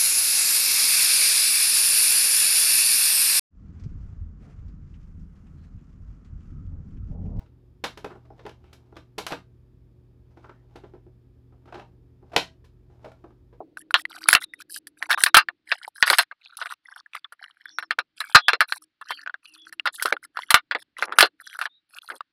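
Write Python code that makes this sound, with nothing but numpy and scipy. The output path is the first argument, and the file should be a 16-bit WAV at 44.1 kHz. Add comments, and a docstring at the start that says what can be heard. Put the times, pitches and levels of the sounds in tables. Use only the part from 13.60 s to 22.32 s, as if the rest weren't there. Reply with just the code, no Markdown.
"""Indoors at a wall-mounted water heater, microphone close: a screwdriver picks hard foam out of the
plastic housing. At first a motor revs far off while the blade snaps through the foam and knocks on the
shell, which rings briefly. Around 3 s the work is quieter: foam rasps, crumbs tick. Then more snaps,
hardest near 7 and 7.6 s, with dull thuds and a dragging hand; light picks end it. Throughout, loud snaps
overload the microphone, a noise suppressor hushes the pauses, and faint whistles glide now and then."""
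import sys
import numpy as np
from scipy import signal
from scipy.fft import rfft, irfft
from scipy.io import wavfile
from scipy.ndimage import uniform_filter1d

SR = 44100
rng = np.random.default_rng(int(sys.argv[2]) if len(sys.argv) > 2 else 0)


def dump(signal):
    """Clip the signal to [-1, 1] and save it as 16-bit WAV at the path in sys.argv[1]."""
    limited = np.clip(np.atleast_2d(signal).T, -1, 1)
    pcm = np.round(limited * 32767).astype(np.int16)
    wavfile.write(sys.argv[1], SR, pcm)


N = 384552
TIME = np.arange(N) / SR
CUTOFF_HZ = 16000


# spectra of the splintering crack, clattering shell and hissing foam: (frequency [Hz], level [dB])
CRACK_SPECTRUM = [(100, -52), (600, -15.5), (1500, 2), (4400, -1.5), (6500, -22.5), (9000, -25.5),
                  (16000, -40)]
SHELL_SPECTRUM = [(100, -46.5), (350, -37.5), (480, -17.5), (900, -6), (1400, 1.5), (1850, -2), (2300, -5),
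                  (4300, -8.5), (5200, -13.5), (6300, -33.5), (16000, -63.5)]
HISS_SPECTRUM = [(800, -38.5), (2000, -12), (4200, -1), (5400, -3), (6600, -12.5), (7800, -7), (8800, -2.5),
                 (10600, 1), (12500, -7), (15500, -15.5), (17000, -29.5)]
# blade snapping through foam; levels are relative within each column:
# (time [s], crack level [dB], ping pitch [Hz], shell level [dB], crunch level [dB])
BLADE_SNAPS = [(0.1714, -25.5, 1530, -47, -60), (0.3077, -20, 1460, -47, -59),
               (0.3417, 6.5, 2850, -14.5, -72), (0.4528, -14.5, 2010, -49, -71),
               (0.6868, 10.5, 9910, -50, -36), (0.7293, 3.5, 1670, -15, -24), (0.7502, 9.5, 2764, -15, -39),
               (0.8401, -23, 3920, -52, -76), (0.9366, -27.5, 1980, -50, -63), (1.27, -38, 1770, -51, -51),
               (1.4256, -11.5, 1840, -32.5, -53.5), (1.5098, -11.5, 1710, -28, -36),
               (1.5755, -18.5, 1070, -26.5, -71), (1.6367, 7.5, 8790, -50, -28),
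               (1.6624, -2, 1750, -17, -41), (1.7443, 12.5, 1370, -9.5, -24.5),
               (1.7688, 10.5, 1400, -8, -21), (1.8863, -12, 1770, -31.5, -90.5),
               (2.1166, -8.5, 2480, -18.5, -62.5), (2.2784, -25, 855, -63, -58.5),
               (2.426, 8, 1796, -15, -50), (2.4778, -6, 1780, -22, -44), (2.5005, 3, 4190, -17, -29),
               (2.5307, -4.5, 1120, -17.5, -57), (2.5845, -4, 1620, -13, -25.5),
               (2.7132, -27.5, 1580, -36.5, -79.5), (2.9698, -27.5, 10480, -59, -49),
               (3.0144, -20.5, 1450, -25, -65), (3.058, -21, 1470, -33, -58),
               (3.361, -34, 1454, -41.5, -63.5), (3.461, -37.5, 1710, -52, -79.5),
               (3.5508, -23, 1230, -37, -57.5), (3.6447, -28, 3460, -42, -86),
               (3.7227, -33.5, 1440, -39.5, -59.5), (4.1856, -9.5, 1426, -28.5, -53),
               (4.2254, -27, 1580, -31.5, -66), (4.3082, -6.5, 1780, -21.5, -58),
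               (4.388, -6.5, 1490, -21, -56), (4.6041, -17.5, 3980, -23, -45),
               (4.7479, 6.5, 1300, -3.5, -33), (4.8829, 4, 1655, -14, -40), (4.9327, -1.5, 2490, -18, -74),
               (5.0062, 1.5, 1666, -14, -39), (5.1228, -5.5, 1583, -30.5, -49),
               (5.4124, -34, 1106, -34.5, -64.5), (5.5062, -16.5, 1007, -23.5, -47.5),
               (5.6619, -24.5, 1540, -39.5, -85), (5.674, -19, 1510, -42, -85),
               (5.6959, -23.5, 1475, -42.5, -92), (5.7418, -21.5, 1604, -40, -76),
               (6.1253, -31.5, 1783, -40.5, -54), (6.1968, -16, 2800, -46.5, -75),
               (6.2558, -16, 1470, -17.5, -49.5), (6.2729, -8.5, 1880, -21.5, -69),
               (6.4238, -12, 1520, -49, -31), (6.4566, -6.5, 1360, -23, -39.5),
               (6.5253, -4.5, 1556, -27.5, -57), (6.5665, -23.5, 1430, -54, -75),
               (6.771, -14.5, 1376, -30, -64), (6.7898, -18, 1003, -43, -65), (6.9051, 0, 1720, -16, -24.5),
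               (6.9423, 15, 1397, -10.5, -26), (7.1118, -11.5, 1710, -20.5, -68),
               (7.149, -13.5, 2000, -23, -81), (7.4242, -5.5, 1486, -20, -52),
               (7.5229, -15, 1320, -30, -61.5), (7.5859, 11.5, 1310, -14, -23),
               (7.6064, 10.5, 1380, -12.5, -24.5), (7.6266, 6.5, 4190, -13, -40),
               (7.9898, -19, 1430, -37, -52.5), (8.0139, -13.5, 1410, -23.5, -51.5),
               (8.0553, -13.5, 1724, -29, -61.5), (8.501, -20.5, 1570, -30, -68.5),
               (8.6071, -20, 1198, -46, -77)]
def snaps(rows):
    """Close up, each snap is a crack with a short ping, a knock on the shell and a crunch of torn cells."""
    t = np.arange(SR // 7) / SR
    crack, struck, crunch = np.zeros((3, N))
    ping_attack = (1 - np.exp(-t / 0.00026)) ** 2
    crunch_attack = 1 - np.exp(-t / 0.00009)
    clatter = coloured(from_db(3.4 * drift(260)) * grains(3000, 0.6, smooth=0.82), SHELL_SPECTRUM)
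    for s, crack_db, ping_hz, shell_db, crunch_db in rows:
        add(struck, s, shell_knock(t, shell_db, clatter))
        # a gentle pick is mostly ping, and a longer one; only a hard pick splinters across the band
        ping_shape = ping_attack * decay(t, t60=0.0052 * (1 + 0.1048 * max(-crack_db, 0)))
        add(struck, s, from_db(crack_db + 4) * ping_shape * np.sin(2 * np.pi * ping_hz * t))
        splinter_db = crack_db - 8 + 0.36 * min(crack_db + 7.5, 0)
        splinter = decay(t, t60=0.011) * rng.standard_normal(len(t))
        add(crack, s, from_db(splinter_db) * hollow(splinter, depth=0.89))
        add(crunch, s, from_db(crunch_db + 13.5) * crunch_attack * decay(t, t60=0.05))
    # small parts radiate little bass
    struck = signal.sosfilt(signal.butter(3, 430, "high", fs=SR, output="sos"), struck)
    torn_cells = crunch * grains(3500, 3.5, smooth=0.5)
    return struck + coloured(crack, CRACK_SPECTRUM) + coloured(torn_cells, HISS_SPECTRUM)


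# resonances of the plastic housing: (frequency [Hz], level [dB])
HOUSING_MODES = [(466, -25), (700, -7.5), (880, -11), (1074, -9), (1200, 1.5), (1250, -1.5), (1412, -2.5),
                 (1454, 3.5), (1573, -2.5), (1714, 2.5), (1802, -1), (2083, -9), (2252, -12.5), (2730, -2),
                 (3467, -6.5), (4122, -2.5)]
def shell_knock(t, shell_db, clatter, rebound_s=0.007, rebound_db=-9.5):
    """The blade strikes the shell, springs back and knocks again more softly; the shell rings."""
    mode_hz, mode_db = np.transpose(HOUSING_MODES)[:, :, None]
    # the ring takes a moment to spread, then cuts off quickly
    build_up = (1 - np.exp(-t / 0.0025)) ** 2
    cut_off = np.exp(-(t / 0.062) ** 4)
    # light touches ring more briefly than hard ones
    t60 = np.clip(0.05 + 0.0065 * (shell_db + 17.5), 0.05, 0.1)
    ring = build_up * cut_off * decay(t, t60)
    rebound = from_db(rebound_db) * np.interp(t - rebound_s, t, ring)
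    # where the blade lands decides which modes answer
    strengths = from_db(mode_db + 4.6 * rng.standard_normal(mode_db.shape))
    # the blade keeps chattering against the shell and knocks each mode out of phase
    phase = rng.uniform(0, 2 * np.pi, mode_hz.shape)
    chatter = np.cumsum(0.045 * rng.standard_normal((len(mode_hz), len(t))), axis=1)
    modes = strengths * np.sin(2 * np.pi * mode_hz * t + phase + chatter)
    tone = from_db(shell_db + 7.5) * modes.sum(0) / np.linalg.norm(strengths)
    at = rng.integers(N - len(t))
    rattle = from_db(shell_db + 4.5) * hollow(clatter[at:at + len(t)], depth=1.0)
    knock = np.hypot(ring, rebound) * (tone + rattle)
    # a gentle touch is a soft contact, and the shell answers it without treble
    contact_hz = np.clip(14000 * 2 ** (shell_db / 13), 2297, CUTOFF_HZ)
    return signal.lfilter(*signal.butter(2, contact_hz, fs=SR), knock)


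# spectrum of foam rasping against the shell: (frequency [Hz], level [dB])
RASP_SPECTRUM = [(300, -33), (700, -11), (1100, -11), (1500, 1.5), (2200, -9), (3000, -8.5), (4400, -12.5),
                 (5500, -15), (7000, -20.5)]
# blade and fingers pushing through foam: (start [s], end [s], rasp level [dB], hiss level [dB])
FOAM_STROKES = [(0.172, 0.223, -56, -54.5), (0.365, 0.423, -41, -53), (0.486, 0.709, -46.5, -61.5),
                (0.677, 0.743, -28.5, -31.5), (0.802, 0.847, -51, -44), (0.973, 1.027, -49, -56.5),
                (1.088, 1.189, -51.5, -42.5), (1.365, 1.472, -50.5, -65), (1.49, 1.55, -21, -48),
                (1.575, 1.694, -39, -43.5), (2.053, 2.272, -47, -65), (2.343, 2.434, -54, -58),
                (2.456, 2.635, -31.5, -43), (2.79, 2.958, -52, -80), (2.971, 3.142, -42, -61.5),
                (3.228, 3.414, -52.5, -71), (3.511, 3.599, -42, -63.5), (3.78, 4.15, -51, -76.5),
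                (4.557, 4.769, -48, -62.5), (5.076, 5.184, -47, -54), (5.209, 5.248, -66, -55),
                (5.427, 5.643, -48, -70), (5.823, 6.101, -54, -70.5), (6.324, 6.381, -61.5, -50),
                (6.376, 6.513, -36.5, -55), (6.62, 6.66, -49, -56), (6.734, 6.941, -50, -65),
                (7.176, 7.231, -47.5, -58.5), (7.365, 7.46, -40.5, -60), (7.551, 7.67, -38, -54),
                (7.782, 7.977, -51, -64), (7.98, 8.063, -45.5, -56), (8.289, 8.393, -47, -64.5),
                (8.41, 8.584, -48.5, -61)]
def scraping():
    """The blade sticks and slips: a coarse rasp through the shell, a fine hiss straight from the foam."""
    coarse = rms_one(coloured(pitched_grains(750, 5400, per_s=300, cycles=16), RASP_SPECTRUM))
    fine = rms_one(coloured(pitched_grains(3200, 15000, per_s=1400, cycles=12), HISS_SPECTRUM))
    out = np.zeros(N)
    for start, end, rasp_db, hiss_db in FOAM_STROKES:
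        stroke = swell(end - start, rise=0.026, fall=0.005)
        span = slice(int(start * SR), int(start * SR) + len(stroke))
        friction = from_db(rasp_db + 0.5) * coarse[span] + from_db(hiss_db + 5.5) * fine[span]
        add(out, start, stroke * hollow(friction, depth=0.54))
    grip = from_db(4.5 * drift(70))
    return grip * out


def crumbs(count=70):
    """Crumbs break off and tick during the strokes, louder under a harder one; rows for snaps()."""
    which, when, size, pitch, crisp = rng.random((count, 5)).T
    start, end, rasp_db, _ = np.array(FOAM_STROKES)[(which * len(FOAM_STROKES)).astype(int)].T
    times = start + (end - start) * when
    crack_db = rasp_db + 8 + 14.5 * size ** 2
    ping_hz = 1200 + 900 * pitch
    shell_db, crunch_db = crack_db - 17, crack_db - 50.5 + 18 * crisp
    return np.column_stack([times, crack_db, ping_hz, shell_db, crunch_db])


# short, dull thuds, mostly under snaps: (time [s], level [dB])
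LOW_THUDS = [(0.004, -26), (2.505, -19.5), (4.385, -29.5), (4.932, -23.5), (6.452, -22.5), (6.523, -20.5),
             (7.149, -23), (7.424, -26), (7.626, -9)]
def thuds():
    """Quickly dying bursts of low noise give some snaps a dull body."""
    t, envelope = np.arange(SR // 5) / SR, np.zeros(N)
    for s, db in LOW_THUDS:
        add(envelope, s, from_db(db - 4) * decay(t, t60=0.072))
    band = signal.butter(3, [330, 850], "band", fs=SR, output="sos")
    white = rng.standard_normal(N)
    return signal.sosfilt(band, envelope * white) / np.std(signal.sosfilt(band, white))


# hands dragging over the housing: (start [s], end [s], level [dB])
HAND_DRAGS = [(7.383, 7.598, -41), (8.489, 8.582, -44.5)]
def drags():
    """Skin judders over the plastic: a dull, continuous scrape."""
    pressure = np.zeros(N)
    for start, end, db in HAND_DRAGS:
        add(pressure, start, from_db(db) * swell(end - start, rise=0.055, fall=0.043))
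    band = signal.butter(3, [300, 1700], "band", fs=SR, output="sos")
    judder = signal.sosfilt(band, grains(760, 5.0, smooth=0.37))
    return pressure * rms_one(judder)


# faint, thin whistle tones: (start [s], end [s], middle pitch [Hz], level [dB], glide [Hz/s])
WHISTLE_TONES = [(0.795, 1.049, 3680, -61, 593), (1.505, 1.732, 3740, -50.5, 102),
                 (4.041, 4.157, 3480, -53.5, -500), (4.095, 4.278, 5500, -53.5, -2300),
                 (4.605, 4.717, 2280, -48.5, -500), (4.766, 4.965, 3420, -41, 902.5),
                 (5.486, 5.627, 4480, -48, -1300), (5.485, 5.563, 3160, -34.5, 194),
                 (5.857, 5.99, 2680, -53, -5000), (5.969, 6.084, 3400, -49.5, -900),
                 (7.822, 7.972, 3340, -53.5, -1400), (8.085, 8.222, 3750, -58, 1899.5)]
def whistles():
    """Now and then a faint, unsteady tone glides a little in pitch."""
    out, waver = np.zeros(N), 1 + 0.034 * drift(1100)
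    for start, end, hz, db, glide in WHISTLE_TONES:
        shape = swell(end - start, rise=0.032, fall=0.069)
        from_middle_s = TIME[:len(shape)] - (end - start) / 2
        pitch = (hz + glide * from_middle_s) * waver[int(start * SR):][:len(shape)]
        add(out, start, from_db(db) * shape * np.sin(2 * np.pi * np.cumsum(pitch) / SR))
    return out * from_db(1.5 * drift(98))


# spectrum of the far murmur: (frequency [Hz], level [dB])
MURMUR_SPECTRUM = [(30, -23.5), (120, -14), (230, -14), (310, 2.5), (400, -11.5), (700, -14), (1500, -30),
                   (8000, -42)]
# rise and fall of the far murmur: (time [s], level [dB])
MURMUR_CONTOUR = [(0.0, -59), (0.36, -66.5), (1.79, -72.5), (3.41, -106), (4.26, -79), (5.99, -92),
                  (6.06, -76.5), (7.68, -77), (8.7, -108)]
# the distant motor speeding up: (start [s], end [s], first pitch [Hz], level [dB])
MOTOR_REVS = [(0.164, 0.553, 305, -58), (0.562, 0.812, 314, -50), (1.189, 1.976, 290, -64),
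              (4.023, 4.36, 307, -68), (5.124, 5.323, 305, -67.5), (5.442, 5.72, 278, -70),
              (5.852, 6.244, 308, -64.5)]
def motor(climb_hz_per_s=72):
    """Far from the microphone, a hum swells and climbs in pitch with each rev, in a dull murmur."""
    hum, waver = np.zeros(N), 1 + 0.0017 * drift(68)
    for start, end, first_hz, db in MOTOR_REVS:
        shape = swell(end - start, rise=0.13, fall=0.11)
        pitch = (first_hz + climb_hz_per_s * TIME[:len(shape)]) * waver[int(start * SR):][:len(shape)]
        add(hum, start, from_db(db) * shape * np.sin(2 * np.pi * np.cumsum(pitch) / SR))
    murmur_db = 3.5 + np.interp(TIME, *np.transpose(MURMUR_CONTOUR))
    return hum + from_db(murmur_db) * coloured(rng.standard_normal(N), MURMUR_SPECTRUM)


def room_tone():
    """The quiet of the room: a faint steady hiss over a fainter murmur."""
    hiss = from_db(-69.5) * coloured(rng.standard_normal(N), CRACK_SPECTRUM)
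    return hiss + from_db(-81.5) * coloured(rng.standard_normal(N), MURMUR_SPECTRUM)


# threshold of the microphone's noise suppressor: (frequency [Hz], level per bin [dB])
SUPPRESSOR_THRESHOLD = [(60, -100), (330, -81), (700, -71), (1500, -63), (4000, -73.5), (7000, -85),
                        (16000, -81.5)]
def suppressor(x, size=512, floor_db=-14):
    """Each band is turned down while it lies under the threshold."""
    hz, _, cells = signal.stft(x, SR, nperseg=size)
    power = uniform_filter1d(np.abs(cells) ** 2, size=5, axis=-2)
    limit = from_db(np.interp(hz, *np.transpose(SUPPRESSOR_THRESHOLD)))[:, None] ** 2
    gain = np.maximum(power ** 2 / (power ** 2 + limit ** 2), from_db(floor_db))
    return signal.istft(cells * gain, SR, nperseg=size)[1][..., :N]


def grains(per_s, spread_db, smooth):
    """Random bursts of uneven size, as of breaking foam cells, over smooth friction noise; unit rms."""
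    born, bursts = rng.random(N) < per_s / SR, np.zeros(N)
    size = rng.laplace(size=N)[born]
    bursts[born] = np.sign(size) * from_db(spread_db * np.minimum(np.abs(size), 4))
    return rms_one(rms_one(bursts) + smooth * rng.standard_normal(N))


def pitched_grains(low_hz, high_hz, per_s, cycles, count=14):
    """Each fragment of foam has a pitch of its own and rings for a few cycles; unit rms."""
    out = np.zeros(N)
    for hz in np.geomspace(low_hz, high_hz, count):
        radius, angle = from_db(-60 * hz / (cycles * SR)), 2 * np.pi * hz / SR
        bursts = grains(per_s / count, 4.7, smooth=0.3)
        ringing = signal.lfilter([1, 0, -1], [1, -2 * radius * np.cos(angle), radius ** 2], bursts)
        out += np.sqrt(hz) * rms_one(ringing)
    return rms_one(out)


def hollow(x, depth, count=3):
    """The cavity between hand and housing colours each touch with new, very short echoes; power is kept."""
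    taps = np.zeros(SR // 500)
    taps[0] = 1
    taps[rng.integers(SR // 5000, SR // 700, count)] += depth * rng.choice([-1, 1], count)
    out = np.convolve(x, taps)[:len(x)]
    return out * np.sqrt(np.sum(x ** 2) / (np.sum(out ** 2) + 1e-20))


def coloured(x, spectrum, size=2048):
    """Causal minimum-phase filter with the given spectrum; white noise keeps its power."""
    hz, db = np.transpose(spectrum)
    bins = np.maximum(np.fft.rfftfreq(size, 1 / SR), 1)
    gain = from_db(np.interp(np.log(bins), np.log(hz), db))
    cepstrum = irfft(np.log(gain))
    cepstrum[1:size // 2] *= 2
    cepstrum[size // 2 + 1:] = 0
    response = irfft(np.exp(rfft(cepstrum)))
    return signal.oaconvolve(x, response / np.linalg.norm(response))[:N]


def swell(length, rise, fall):
    """Envelope of one movement; times in seconds."""
    t = np.arange(int(max(length, 0.01) * SR)) / SR
    fade_in = np.sin(np.pi / 2 * np.minimum(t / rise, 1))
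    return fade_in * np.sin(np.pi / 2 * np.minimum((t[-1] - t) / fall, 1))


def decay(t, t60):
    """Amplitude of a free ring, 60 dB down after t60 seconds."""
    return np.exp(-np.log(1000) * t / t60)


def drift(per_s):
    """Random wander through per_s new values a second."""
    knots = rng.standard_normal(int(N / SR * per_s) + 2)
    return np.interp(TIME * per_s, np.arange(len(knots)), knots)


def from_db(db):
    """Decibels to gain."""
    return 10 ** (np.asarray(db) / 20)


def rms_one(x):
    """Scale to unit rms."""
    return x / np.sqrt(np.mean(x ** 2) + 1e-20)


def add(track, s, sound):
    """Mix a sound into a track at s seconds."""
    at = min(max(round(s * SR), 0), N)
    track[at:at + len(sound)] += sound[:N - at]


def scene():
    """Work on the heater close by, faint whistle tones and the far motor, over the quiet room; mono."""
    room = room_tone()
    close_work = snaps(BLADE_SNAPS) + snaps(crumbs()) + scraping() + thuds() + drags()
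    return (close_work + whistles() + motor() + room)[None]


def record(dry):
    """The close microphone: weak sounds are suppressed, loud snaps clip, the highest treble is cut."""
    clipped = np.clip(suppressor(dry), -0.98, 0.98)
    return signal.sosfilt(signal.ellip(10, 0.1, 70, CUTOFF_HZ, fs=SR, output="sos"), clipped)


dry = scene()
out = record(dry)
dump(out)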